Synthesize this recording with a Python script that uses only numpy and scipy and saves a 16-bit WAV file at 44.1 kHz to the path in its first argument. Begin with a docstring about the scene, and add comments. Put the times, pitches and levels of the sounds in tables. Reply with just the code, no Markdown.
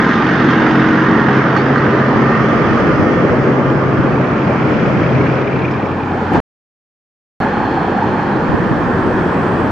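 """A loaded diesel truck crawls past close by and draws away over a wide paved lot: coloured noise throbbing
with its firings, exhaust tones, gear whines, steel clanks, then the ringing clatter of a second, idling diesel.
The sound fades over to a road junction with a hum, fuzzy bands of noise, idling thumps and a slowing truck.
Wind puffs on the microphones as lumpy low noise. The sound drops out for one second and returns."""
import sys
import numpy as np
from scipy import signal
from scipy.fft import rfft, irfft
from scipy.io import wavfile
from scipy.ndimage import uniform_filter1d, minimum_filter1d

SR = 44100
rng = np.random.default_rng(int(sys.argv[2]) if len(sys.argv) > 2 else 0)


def pcm_store(signal):
    """Save signal as 16-bit PCM."""
    levels = np.round(np.clip(np.atleast_2d(signal), -1, 1) * 32767)
    wavfile.write(sys.argv[1], SR, levels.astype(np.int16).T)


N = 428211
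T = np.arange(N) / SR  # time of each sample (s)
SILENCE_START_S, SILENCE_END_S = 6.4022, 7.4023

# bands of noise that stand out at the junction: f/Hz, width/Hz
JUNCTION_BANDS = [(820, 170.), (1600, 400.), (3200, 451), (4280, 280.)]
# how loud they are: t/s, then level/dB of each band
JUNCTION_BAND_LEVELS = [(5.3, -70, -68, -92, -90), (5.8, -35, -47, -66, -67), (6.3, -29.5, -46.5, -57, -59),
                        (7.402, -23, -26.5, -49, -51), (7.5, -25.5, -29, -48, -50),
                        (7.75, -26, -32, -46, -49), (8, -25, -37, -48, -54), (8.3, -27, -30, -49, -51),
                        (8.45, -35, -38, -56, -54), (8.801, -33, -31, -59, -64), (9.2, -31, -31, -55, -59),
                        (9.7, -33, -44, -58, -62)]


def gain_of(db):
    """Turn decibels into a factor on the waveform."""
    return 10 ** (np.asarray(db) / 20)


def evened(x):
    """Scale a sound to an rms of 1."""
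    return x / np.sqrt(np.mean(x ** 2) + 1e-20)


def read(points, hz):
    """Value of a spectrum at hz, on a log axis."""
    f, value = np.transpose(points)
    return np.interp(np.log(hz + 1), np.log(f + 1), value)


def play(rows, t):
    """Every column of a curve table at the points t of its first column."""
    s, *columns = np.transpose(rows)
    return np.array([np.interp(t, s, c) for c in columns])


def bumps(rows):
    """Sum of bell-shaped rises in dB from rows t/s, half width/s, rise/dB."""
    return sum(db * np.exp(-((T - s) / width) ** 2) for s, width, db in rows)


def drift(width, count):
    """Smooth random curves of overall rms 1, averaged twice over width samples."""
    once = uniform_filter1d(rng.standard_normal((count, N)), int(width))
    return evened(uniform_filter1d(once, int(width)))


def whistle(hz, width):
    """A narrow band of noise that follows the curve hz: slow chance carried up to that pitch."""
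    slow = signal.lfilter(*signal.butter(2, width / SR), rng.standard_normal((2, N)))
    turn = 2 * np.pi * np.cumsum(hz * np.ones(N)) / SR
    return evened(slow[0] * np.cos(turn) + slow[1] * np.sin(turn))


def add(mix, s, sound):
    """Mix in a short sound starting at s seconds, cut off at the end."""
    part = mix[round(s * SR):][:len(sound)]
    part += sound[:len(part)]


def placed(x, pan_db):
    """Make a sound stereo, with the left louder than the right by pan_db."""
    return x * gain_of([[pan_db / 2], [-pan_db / 2]])


def shares(t):
    """Weights of near, far and junction at the times t, blending from one place to the next."""
    # where we listen: t/s, place (0 near, 1 far, 2 junction)
    place = [(1., 0.15), (4., 1.31), (5.4, 0.92), (6., 1.896)]
    return np.clip(1 - abs(play(place, t)[0] - np.arange(3)[:, None]), 0, 1)


def firings(turns):
    """Each firing is a quick puff that dies away before the next."""
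    # strength of each firing in the engine cycle: level/dB
    cylinders_db = [2., -2., 1., -1., 3., -3.]
    strength = gain_of(np.take(cylinders_db, turns.astype(int) % len(cylinders_db)))
    return uniform_filter1d(strength * np.exp(-(turns % 1) / .35), size=90)


def roar(puff):
    """Rumble, block and hiss: noise of a changing colour, each throbbing with the firings."""
    # noise colour with the truck near, far over the lot, and at the junction: f/Hz, level/dB per Hz
    near = [(30, -43), (60, -27.5), (100, -19.5), (130, -13.5), (250, -6.5), (400, -14.5), (620, -26.5),
            (800, -22.5), (1220, -22.5), (1600, -21), (1880, -24.5), (2320, -34), (3000, -34.5),
            (3650, -37.5), (3850, -43), (5200, -45.5), (5900, -51), (6300, -49.5), (7500, -67.5),
            (8500, -89.5), (11000, -130)]
    far = [(30, -40), (60, -22), (100, -10), (130, -6), (300, -7), (490, -14), (725, -23.5), (900, -25.5),
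           (1220, -25), (1800, -32), (2200, -36.5), (2600, -42), (3250, -45), (3650, -54.5), (5200, -54.5),
           (6500, -62), (7500, -69.5), (8500, -81.5), (11000, -130)]
    at_junction = [(30, -39), (60, -22), (100, -8), (200, -3.5), (330, -5.5), (470, -12.5), (620, -18),
                   (1000, -14.5), (1800, -23), (2050, -32), (2500, -32.5), (2850, -38), (3100, -37),
                   (3900, -44.5), (4600, -46.5), (4900, -47), (5300, -49.5), (7000, -56.5), (8500, -66),
                   (15000, -79.5)]
    # left-right likeness: f/Hz, near, far, junction (1 = the same)
    likeness = [(60, 0.93, 1, 0.81), (150, 0.98, 0.95, 0.97), (340, 1, 0.98, 1), (520, .88, 0.91, 0.9),
                (692, 0.92, 0.58, 0.54), (850, 0.83, 0.55, 1), (1280, 0.89, 0.67, 0.37),
                (1600, 0.93, 0.54, 0.82), (2060, 0.67, 0.19, 0.55), (2600, 0.8, 0.23, 0.56),
                (3900, 0.84, 0.22, 0.48), (6000, 0.45, 0.39, .48), (8000, 0.34, .3, 0.93)]
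    # left over right: f/Hz, difference/dB
    left_right = [(40, 3.5), (100, -0.5), (340, -0.3), (520, -0.2), (700, -2.5), (1100, -5), (1720, -0.6),
                  (2600, -2.5), (3100, -3.5), (4700, -5), (6000, -5), (8000, 0)]
    # borders between rumble, block and hiss: f/Hz
    band_edges = [600, 2000]
    # shared loudness before the mix: t/s, level/dB
    roar_level = [(0, -17.5), (.5, -17), (1.2, -16.5), (1.6, -17), (2.3, -16.5), (2.9, -16.5), (3.5, -17),
                  (4.1, -18), (4.8, -17.5), (5.3, -18), (5.6, -20.5), (6.05, -23), (6.3, -21), (6.4, -21),
                  (7.5, -20.5), (8.3, -19.5), (9., -19), (9.7, -18)]
    # added for near, far and junction, one row each: rumble/dB, block/dB, hiss/dB
    mix_db = [(1.5, 0, -12), (1.9, -3, -14.5), (2.4, -2.5, -16.5)]
    # depth of the throb in rumble, block and hiss, before the factor below
    throb_depths = (.06, .07, .07)
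    # the throb fades with distance: t/s, factor
    closeness = [(0, 2.), (.8, 1.8), (1.5, 1.2), (2.2, .8), (5.5, .4), (6.3, 0)]
    # change in the hiss: t/s, level/dB
    hiss_level = [(0, 1), (.6, 0), (1.1, -2), (2., -1.5), (2.7, 1), (3.9, -2), (4.8, 0.5), (5.5, -0.5),
                  (6.3, 2.5), (7.4, 1.5), (8., 1), (9.7, -1)]
    # brief surges of the hiss: t/s, half width/s, rise/dB
    spits = [(.13, .03, 2), (.515, .018, 3.5), (.7, 0.027, 1), (1.36, .04, 2.5)]
    # hiss above top_hz, growing as a trailer rolls by: t/s, level/dB
    top_level = [(6.4, 0.5), (7.4, -0.5), (8.3, 0), (9., 5.5), (9.7, 9)]
    top_hz = 7540

    # the noise is drawn as a grid of frequencies and short time frames
    frames, hz = N // 512 + 5, np.fft.rfftfreq(2048, 1 / SR)
    frame_s = np.arange(frames) * 512 / SR
    a, b, c, d, patches = rng.standard_normal((frames, 1025, 5)).T
    patches = evened(uniform_filter1d(uniform_filter1d(patches, 14, 0), 5, 1))
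    share = shares(frame_s)
    colour_db = np.array([read(p, hz) for p in (near, far, at_junction)]).T @ share
    colour_db = colour_db + np.outer(hz > top_hz, play(top_level, frame_s)[0])

    # the right side is a blend of the left noise and a noise of its own
    same = np.clip(play(likeness, hz).T @ share, -1, 1)
    left = a + 1j * b
    right = same * left + np.sqrt(1 - same ** 2) * (c + 1j * d)
    noise = np.array([left, right]) * gain_of(1.1 * patches)
    noise *= gain_of(read(left_right, hz) / 2 * [[1], [-1]])[:, :, None]

    above = [1 / (1 + (edge / (hz + 1)) ** 8) for edge in band_edges]  # power cross-overs
    bands = np.array([1 - above[0], above[0] - above[1], above[1]]).clip(0)
    beat = play(closeness, T)[0] * evened(puff - puff.mean())
    levels_db = play(roar_level, T) + np.transpose(mix_db) @ shares(T)
    levels_db[2] += play(hiss_level, T)[0] + bumps(spits)
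    out = np.zeros((2, N))
    for band, db, throb in zip(bands, levels_db, throb_depths):
        shape = gain_of(colour_db) * np.sqrt(band)[:, None]
        shape = shape / np.linalg.norm(shape, axis=0)
        x = signal.istft(noise * shape, nperseg=2048, noverlap=1536)[1][:, :N]
        out += gain_of(db) * evened(x * (1 + throb * beat))
    return out


def knock(puff):
    """Diesel knock: a thin metallic ring, a narrow noise band gated by each firing."""
    # t/s, level/dB
    knock_level = [(0, -47), (.12, -42), (.3, -50.5), (.42, -41.5), (.6, -42), (.8, -44), (.9, -53.5),
                   (1.5, -56.5), (2., -70)]
    ring = evened(puff * whistle(3620, 260))  # centre and width in Hz
    return placed(gain_of(play(knock_level, T)[0]) * ring, -3.5)


def exhaust(turns, levels_db):
    """Low multiples of the firing rate, wavering more the higher they lie, until the silence."""
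    # multiples of the firing rate
    orders = [3, 4, 5, 7, 9]
    wobble = drift(2500, count=2 * len(orders)).reshape(2, -1, N) * np.c_[orders]
    phase = 2 * np.pi * np.outer(orders, turns) + .017 * wobble[0]
    tones = gain_of(levels_db + .17 * wobble[1]) * np.sin(phase)
    return np.sqrt(2) * tones.sum(0) * (T < SILENCE_START_S)


def whines(firing_hz):
    """Fuzzy gear-mesh whistles tied to engine speed, stronger on the right."""
    # multiple of the firing rate, width/Hz
    gears = [(26.75, 11.), (40.9, 36.), (27.6, 130.)]
    # t/s, then level/dB of each whine before panning
    whine_levels = [(0, -36, -37, -22.5), (.15, -35, -33, -30), (.32, -29, -29.5, -27),
                    (.55, -37.5, -35.5, -28), (.8, -29, -34.5, -33), (1.2, -35, -29.5, -35.5),
                    (1.5, -33, -43, -30.5), (1.8, -29, -36.5, -29), (2.1, -32, -35, -30),
                    (2.3, -28, -29.5, -30), (2.55, -30, -33, -28), (2.75, -29, -33, -23.5),
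                    (3., -35, -37, -31), (3.16, -33, -29.5, -28), (3.45, -40, -47, -38.5),
                    (3.65, -32, -50, -38), (3.95, -32, -51, -37.5), (4.3, -42, -50, -40),
                    (5.2, -71.5, -69, -68.5)]
    out = np.zeros((2, N))
    for (order, width), db, pan_db in zip(gears, play(whine_levels, T), (-4., -9., -4.)):
        out += placed(gain_of(db) * whistle(order * firing_hz, width), pan_db)
    return out


def hum():
    """A low hum of steady pitch, as from an idling engine: a sine and its octave."""
    # t/s, level/dB of the hum, level/dB of its octave
    hum_levels = [(0, -37.5, -43), (3.8, -46, -39), (5.6, -46.5, -33), (6.3, -39, -28.5), (7.5, -37.5, -32),
                  (8.1, -43, -41), (8.75, -34, -48), (9.05, -35, -25.5), (9.3, -41, -40), (9.6, -38, -27)]
    tones = np.sin(2 * np.pi * 45.1 * np.outer([1, 2], T))
    return np.sqrt(2) * (gain_of(play(hum_levels, T)) * tones).sum(0)


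def wind():
    """Lumpy low noise, unrelated at the two microphones; the lumps partly arrive together."""
    # colour: f/Hz, level/dB per Hz
    wind_colour = [(20, -22), (45, -10), (70, -5), (130, 0), (200, -3), (330, -8), (500, -20), (900, -40),
                   (3000, -90)]
    # wind between gusts: t/s, level/dB
    breeze = [(0, -59), (.6, -36), (1., -43.5), (2., -45), (2.8, -27.5), (4., -26.5), (4.4, -44.5),
              (5., -25), (5.6, -28), (6.2, -45), (7.45, -31), (8., -41), (8.6, -26), (9.2, -35.5),
              (9.7, -33)]
    # t/s, half width/s, rise over the breeze/dB
    gusts = [(.7, .07, 10), (1.2, .07, 13), (1.7, 0.09, 7), (2.19, 0.079, 20), (2.4, 0.047, 11),
             (2.7, 0.29, 6.5), (3., 0.037, 9), (3.3, 0.093, 4), (3.5, .07, 1), (3.7, 0.046, 3),
             (4.1, 0.13, 7.5), (4.65, 0.19, 9), (4.9, 0.07, 5), (6.4, 0.084, 18), (7.65, 0.072, 6),
             (8.55, 0.027, 19.5), (8.75, 0.068, 9), (9.15, 0.17, 11)]
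    hz = np.fft.rfftfreq(N, 1 / SR)
    air = irfft(rfft(rng.standard_normal((2, N))) * gain_of(read(wind_colour, hz)), N)
    both, *each = drift(460, count=3)
    lumps = gain_of(3.3 * both + 2.5 * np.array(each))
    return gain_of(play(breeze, T)[0] + bumps(gusts)) * evened(air * lumps)


def clanks():
    """Scrapes of noise, knocks (a low steel ring), ticks, and squeaks that flutter as the steel slips."""
    # rasp of steel on steel: t/s, level/dB, time to fall 60 dB/s
    scrapes = [(1.563, -31, .17), (1.7575, -30, .025), (1.777, -39, .08)]
    # knocks on the trailer: t/s, level/dB, time to fall 60 dB/s
    knocks = [(1.5625, -5, .05), (1.7575, -1.5, .036), (1.779, -15, .09)]
    # tones in a knock: f/Hz, level/dB
    steel = [(1220, -2), (1570, -4), (1860, -7)]
    # small bright ticks: t/s, level/dB
    ticks = [(5.7105, -42), (5.856, -49)]
    # steel squeaks: t/s, length/s, start f/Hz, end f/Hz, level/dB
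    squeaks = [(1.564, .032, 4330, 4450, -35.5), (1.592, .034, 4520, 4620, -42),
               (1.564, .05, 2170, 2250, -29), (1.66, .03, 4850, 4930, -46), (1.776, .018, 4400, 4320, -37)]
    out, t = np.zeros(N), T[:3000]
    middle = signal.butter(3, [2200 / SR * 2, 6800 / SR * 2], "band", output="sos")
    falling = signal.butter(2, 2600 / SR * 2)  # takes treble off the rasp

    for (s, db, t60), noise in zip(scrapes, rng.standard_normal((len(scrapes), len(t)))):
        rasp = evened(signal.lfilter(*falling, signal.sosfilt(middle, noise)))
        # a bright snap opens each scrape
        snap = evened(signal.sosfilt(middle, noise[::-1])) * gain_of(-11 - 60 * t / .03)
        scrape = rasp * gain_of(-60 * t / t60) + snap
        add(out, s, scrape * gain_of(db) * np.minimum(t / .001, 1))

    for s, db, t60 in knocks:
        ring = sum(gain_of(mode_db) * np.sin(2 * np.pi * hz * t) for hz, mode_db in steel)
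        onset = np.sin(np.pi / 2 * np.minimum(t / .0022, 1)) ** 2
        add(out, s, ring * gain_of(db - 60 * t / t60) * onset)

    for (s, db), noise in zip(ticks, rng.standard_normal((len(ticks), len(t)))):
        tick = np.sin(2 * np.pi * 5200 * t) + .8 * evened(signal.sosfilt(middle, noise))
        add(out, s, tick * gain_of(db - 60 * t / .07) * np.minimum(t / .001, 1))

    for s, length, start_hz, end_hz, db in squeaks:
        u = T[:round(length * SR)]
        flutter = 1 + .5 * np.cos(2 * np.pi * 170. * u + 2. * np.sin(2 * np.pi * 47. * u))
        tone = np.sin(2 * np.pi * (start_hz * u + (end_hz - start_hz) * u ** 2 / (2 * length)))
        fade = gain_of(db - 3.9 * u / length) * signal.windows.tukey(len(u), .2)
        add(out, s, fade * flutter * tone)
    return signal.sosfilt(signal.butter(10, 7400 / SR * 2, output="sos"), out)


def clatter():
    """A second, idling diesel: metallic rings and clicks at each firing, over a pulsing narrow noise."""
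    # clatter rings at set times, loud and faint: t/s, level/dB, f/Hz
    timed_rings = [(4.2333, -27, 2340), (4.2921, -27, 2510), (4.3228, -22, 2280), (4.385, -26, 2450),
                   (4.4166, -25, 2330), (4.4769, -25, 2390), (4.5064, -20, 2410), (4.5677, -26, 2420),
                   (4.6795, -20, 2300), (4.7062, -25, 2130), (4.7274, -25, 2370), (4.7693, -24.5, 2250),
                   (4.796, -26, 2130), (4.8226, -28, 2350), (4.8516, -23, 2260), (4.9197, -25, 2120),
                   (4.9454, -20, 2290), (4.9713, -22, 2530), (5.0362, -15.5, 2271), (5.062, -20, 2540),
                   (5.0923, -20, 2090), (5.121, -23, 2340), (5.1499, -21, 2330), (5.2113, -15, 2250),
                   (5.2405, -27, 2250), (5.2669, -25, 2620), (5.2981, -16, 2350), (5.3275, -20, 2490),
                   (5.3529, -30, 2420), (5.3789, -21, 2370), (5.4437, -22.5, 2440), (5.4737, -19, 2360),
                   (5.528, -20, 2390), (5.554, -19, 2356), (5.5879, -31, 2350), (5.6188, -23, 2400),
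                   (5.6423, -15, 2330), (5.6802, -20, 2320), (5.769, -22, 2450), (5.7964, -26, 2350),
                   (5.8224, -25, 2440), (5.8573, -19, 2290), (5.9132, -20.5, 2370), (5.9965, -30, 2420),
                   (6.0808, -27.5, 2290)]
    # base loudness of the clatter: t/s, level/dB
    clatter_level = [(3.6, -59), (4., -42), (4.5, -41), (5., -40), (5.6, -39), (5.95, -44), (6.2, -46),
                     (6.4, -80)]
    fir_per_s, strong_fir_s = 34.1, 5.298  # firing pace, and one strong firing
    out, t = np.zeros(N), T[:2000]
    fir = np.arange(-57, 30)
    fir_s = strong_fir_s + fir / fir_per_s
    chance, pitch = rng.standard_normal((len(fir), 2)).T
    base_db = play(clatter_level, fir_s)[0]

    # broad click at each firing
    click_band = signal.butter(2, [1800 / SR * 2, 3700 / SR * 2], "band", output="sos")
    clicks = signal.sosfilt(click_band, rng.standard_normal((len(fir), len(t))))
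    for s, db, click in zip(fir_s, base_db + 4. + 2. * pitch, clicks):
        add(out, s - .003, evened(click) * gain_of(db - 60 * t / .05) * np.minimum(t / .002, 1))

    # a ring at each firing, uneven, every third one stronger
    firing_db = base_db + 8.5 + 6 * (fir % 3 == 0) + 6 * chance
    firing_rings = zip(fir_s, firing_db, 2360 + 120 * pitch)
    for s, db, hz in [*timed_rings, *firing_rings]:
        overtone = gain_of(-12) * np.sin(2 * np.pi * 1.13 * hz * t)  # second mode of the ring
        soft_start = 1 - np.exp(-t / 0.0016)
        add(out, s, gain_of(db - 60 * t / 0.035) * soft_start * (np.sin(2 * np.pi * hz * t) + overtone))

    pulses = np.cos(2 * np.pi * fir_per_s * (T - strong_fir_s - .006))
    pulsing_db = play(clatter_level, T)[0] + 2.2 * pulses + 2. * drift(600, count=1)[0]
    out = out + gain_of(pulsing_db) * whistle(2400., 400.)
    return signal.sosfilt(signal.butter(8, 4500 / SR * 2, output="sos"), out)  # dulled by distance


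def junction_noise():
    """Fuzzy bands of road and turbine noise, each a narrow band of steady pitch."""
    out = np.zeros(N)
    for (f, width), db in zip(JUNCTION_BANDS, play(JUNCTION_BAND_LEVELS, T)):
        out += gain_of(db) * whistle(f, width)
    return out


def thumps():
    """An idling engine: short hollow bursts in the lowest band, one a firing, gliding up a little."""
    idle_per_s, strong_beat_s = 28.8, 7.885  # firing pace, and one strong beat
    out, beat = np.zeros(N), np.arange(-60, 17)
    u = T[:1200] - T[600]  # time from the middle of a burst
    beat_s = strong_beat_s + beat / idle_per_s
    chance = rng.standard_normal((len(beat), 3))
    # louder than the band, every third stronger still, all a little uneven
    levels_db = play(JUNCTION_BAND_LEVELS, beat_s)[0] + 8.5 + 5.5 * (beat % 3 == 0) + 2. * chance[:, 0]
    for s, db, (_, late, pitch) in zip(beat_s, levels_db, chance):
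        hz = JUNCTION_BANDS[0][0] * (1 + .04 * pitch + 6. * u)
        burst = np.exp(-(u / .0055) ** 2) * np.sin(2 * np.pi * hz * u + pitch)
        add(out, s - T[600] + .0015 * late, gain_of(db) * burst)
    return out


def slowing_truck():
    """The falling engine tone of a truck slowing at the junction, heard after the silence starts."""
    # t/s, f/Hz, level/dB
    slowing = [(7.4, 219.4, -28), (8., 206.3, -31), (8.6, 194, -33.5), (9.2, 181.6, -27), (9.7, 176, -42)]
    hz, db = play(slowing, T)
    return gain_of(db) * whistle(hz, 7.3) * (T > SILENCE_START_S)


def scene():
    """Run the passing truck's engine, pan the vehicle sounds, and add wind, clanks and clatter."""
    # exhaust of the passing truck: t/s, firing rate f/Hz, then rms level/dB of each exhaust tone
    exhaust_curve = [(0, 45.05, -38, -27, -25, -30, -32), (.25, 45.15, -28, -28, -30, -21.5, -36),
                     (.5, 45.2, -22, -26, -23, -19, -40), (.7, 45.2, -20, -26, -21, -17, -35),
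                     (.9, 45.2, -22, -23, -19.5, -16, -31), (1.1, 45.2, -23, -24, -20, -20, -25),
                     (1.3, 45.15, -19.5, -29, -20.5, -26, -21.5), (1.5, 45.1, -21, -31, -27, -25, -32),
                     (1.7, 45.05, -20, -34, -32, -34, -25), (1.9, 45., -21, -32, -20, -36, -27),
                     (2.1, 44.9, -18.5, -35, -17.5, -29, -25.5), (2.35, 44.75, -20, -35, -22, -30, -27),
                     (2.6, 44.6, -22, -33, -27, -33, -36), (2.95, 44.4, -31, -33, -26, -35, -42),
                     (3.3, 44.35, -22, -31, -26, -42, -34), (3.85, 44.3, -20, -42, -31, -36, -33),
                     (4.35, 44.1, -24, -36, -28, -44, -45), (4.75, 43.9, -21.5, -33, -38, -38, -46),
                     (5.3, 43.7, -22.5, -35, -38, -40, -46), (5.75, 43.6, -26, -44, -38, -44, -46),
                     (6.1, 43.5, -38, -44, -40, -48, -50)]
    # left over right: t/s, difference/dB
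    pan = [(0, 0.5), (1, 0), (2.5, 0.5), (3.2, 1), (4.3, 1), (5.2, 2), (6.4, 1), (7.4, 0.1), (8.5, 0.5),
           (9.7, 1.5)]
    firing_hz, *orders_db = play(exhaust_curve, T)
    turns = np.cumsum(firing_hz) / SR  # firings so far
    puff = firings(turns)
    trucks = roar(puff) + knock(puff) + exhaust(turns, np.array(orders_db)) + whines(firing_hz)
    trucks = trucks + hum() + junction_noise() + thumps() + slowing_truck()
    trucks = trucks * gain_of(play(pan, T) / 2 * [[1], [-1]])
    return trucks + wind() + placed(clanks(), -6.5) + placed(clatter(), 3.)


def record(dry):
    """Thin the deepest bass, limit peaks, add a click and the silent second, then cut the top treble."""
    # brief swells of the whole sound around the silence: t/s, half width/s, rise/dB
    surges = [(6.358, 0.031, 6.5), (7.43, 0.023, 2.5)]
    click_s = 6.3356
    x = signal.lfilter(*signal.butter(2, 36. 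/ SR * 2, "high"), dry)
    x = x * gain_of(bumps(surges))
    # quick limiter: turn down around peaks above full scale
    x = x * uniform_filter1d(minimum_filter1d(1 / np.maximum(abs(x), 1), size=145), size=97)
    x = x + gain_of(-20) * (T > click_s) * np.exp(-abs(T - click_s) / .0004)
    x = x * ((T < SILENCE_START_S) | (T > SILENCE_END_S))
    treble_cut = signal.firwin(255, 15500, window=("kaiser", 9), fs=SR)
    return signal.oaconvolve(x, treble_cut[None], "same")


dry = scene()
out = record(dry)
pcm_store(out)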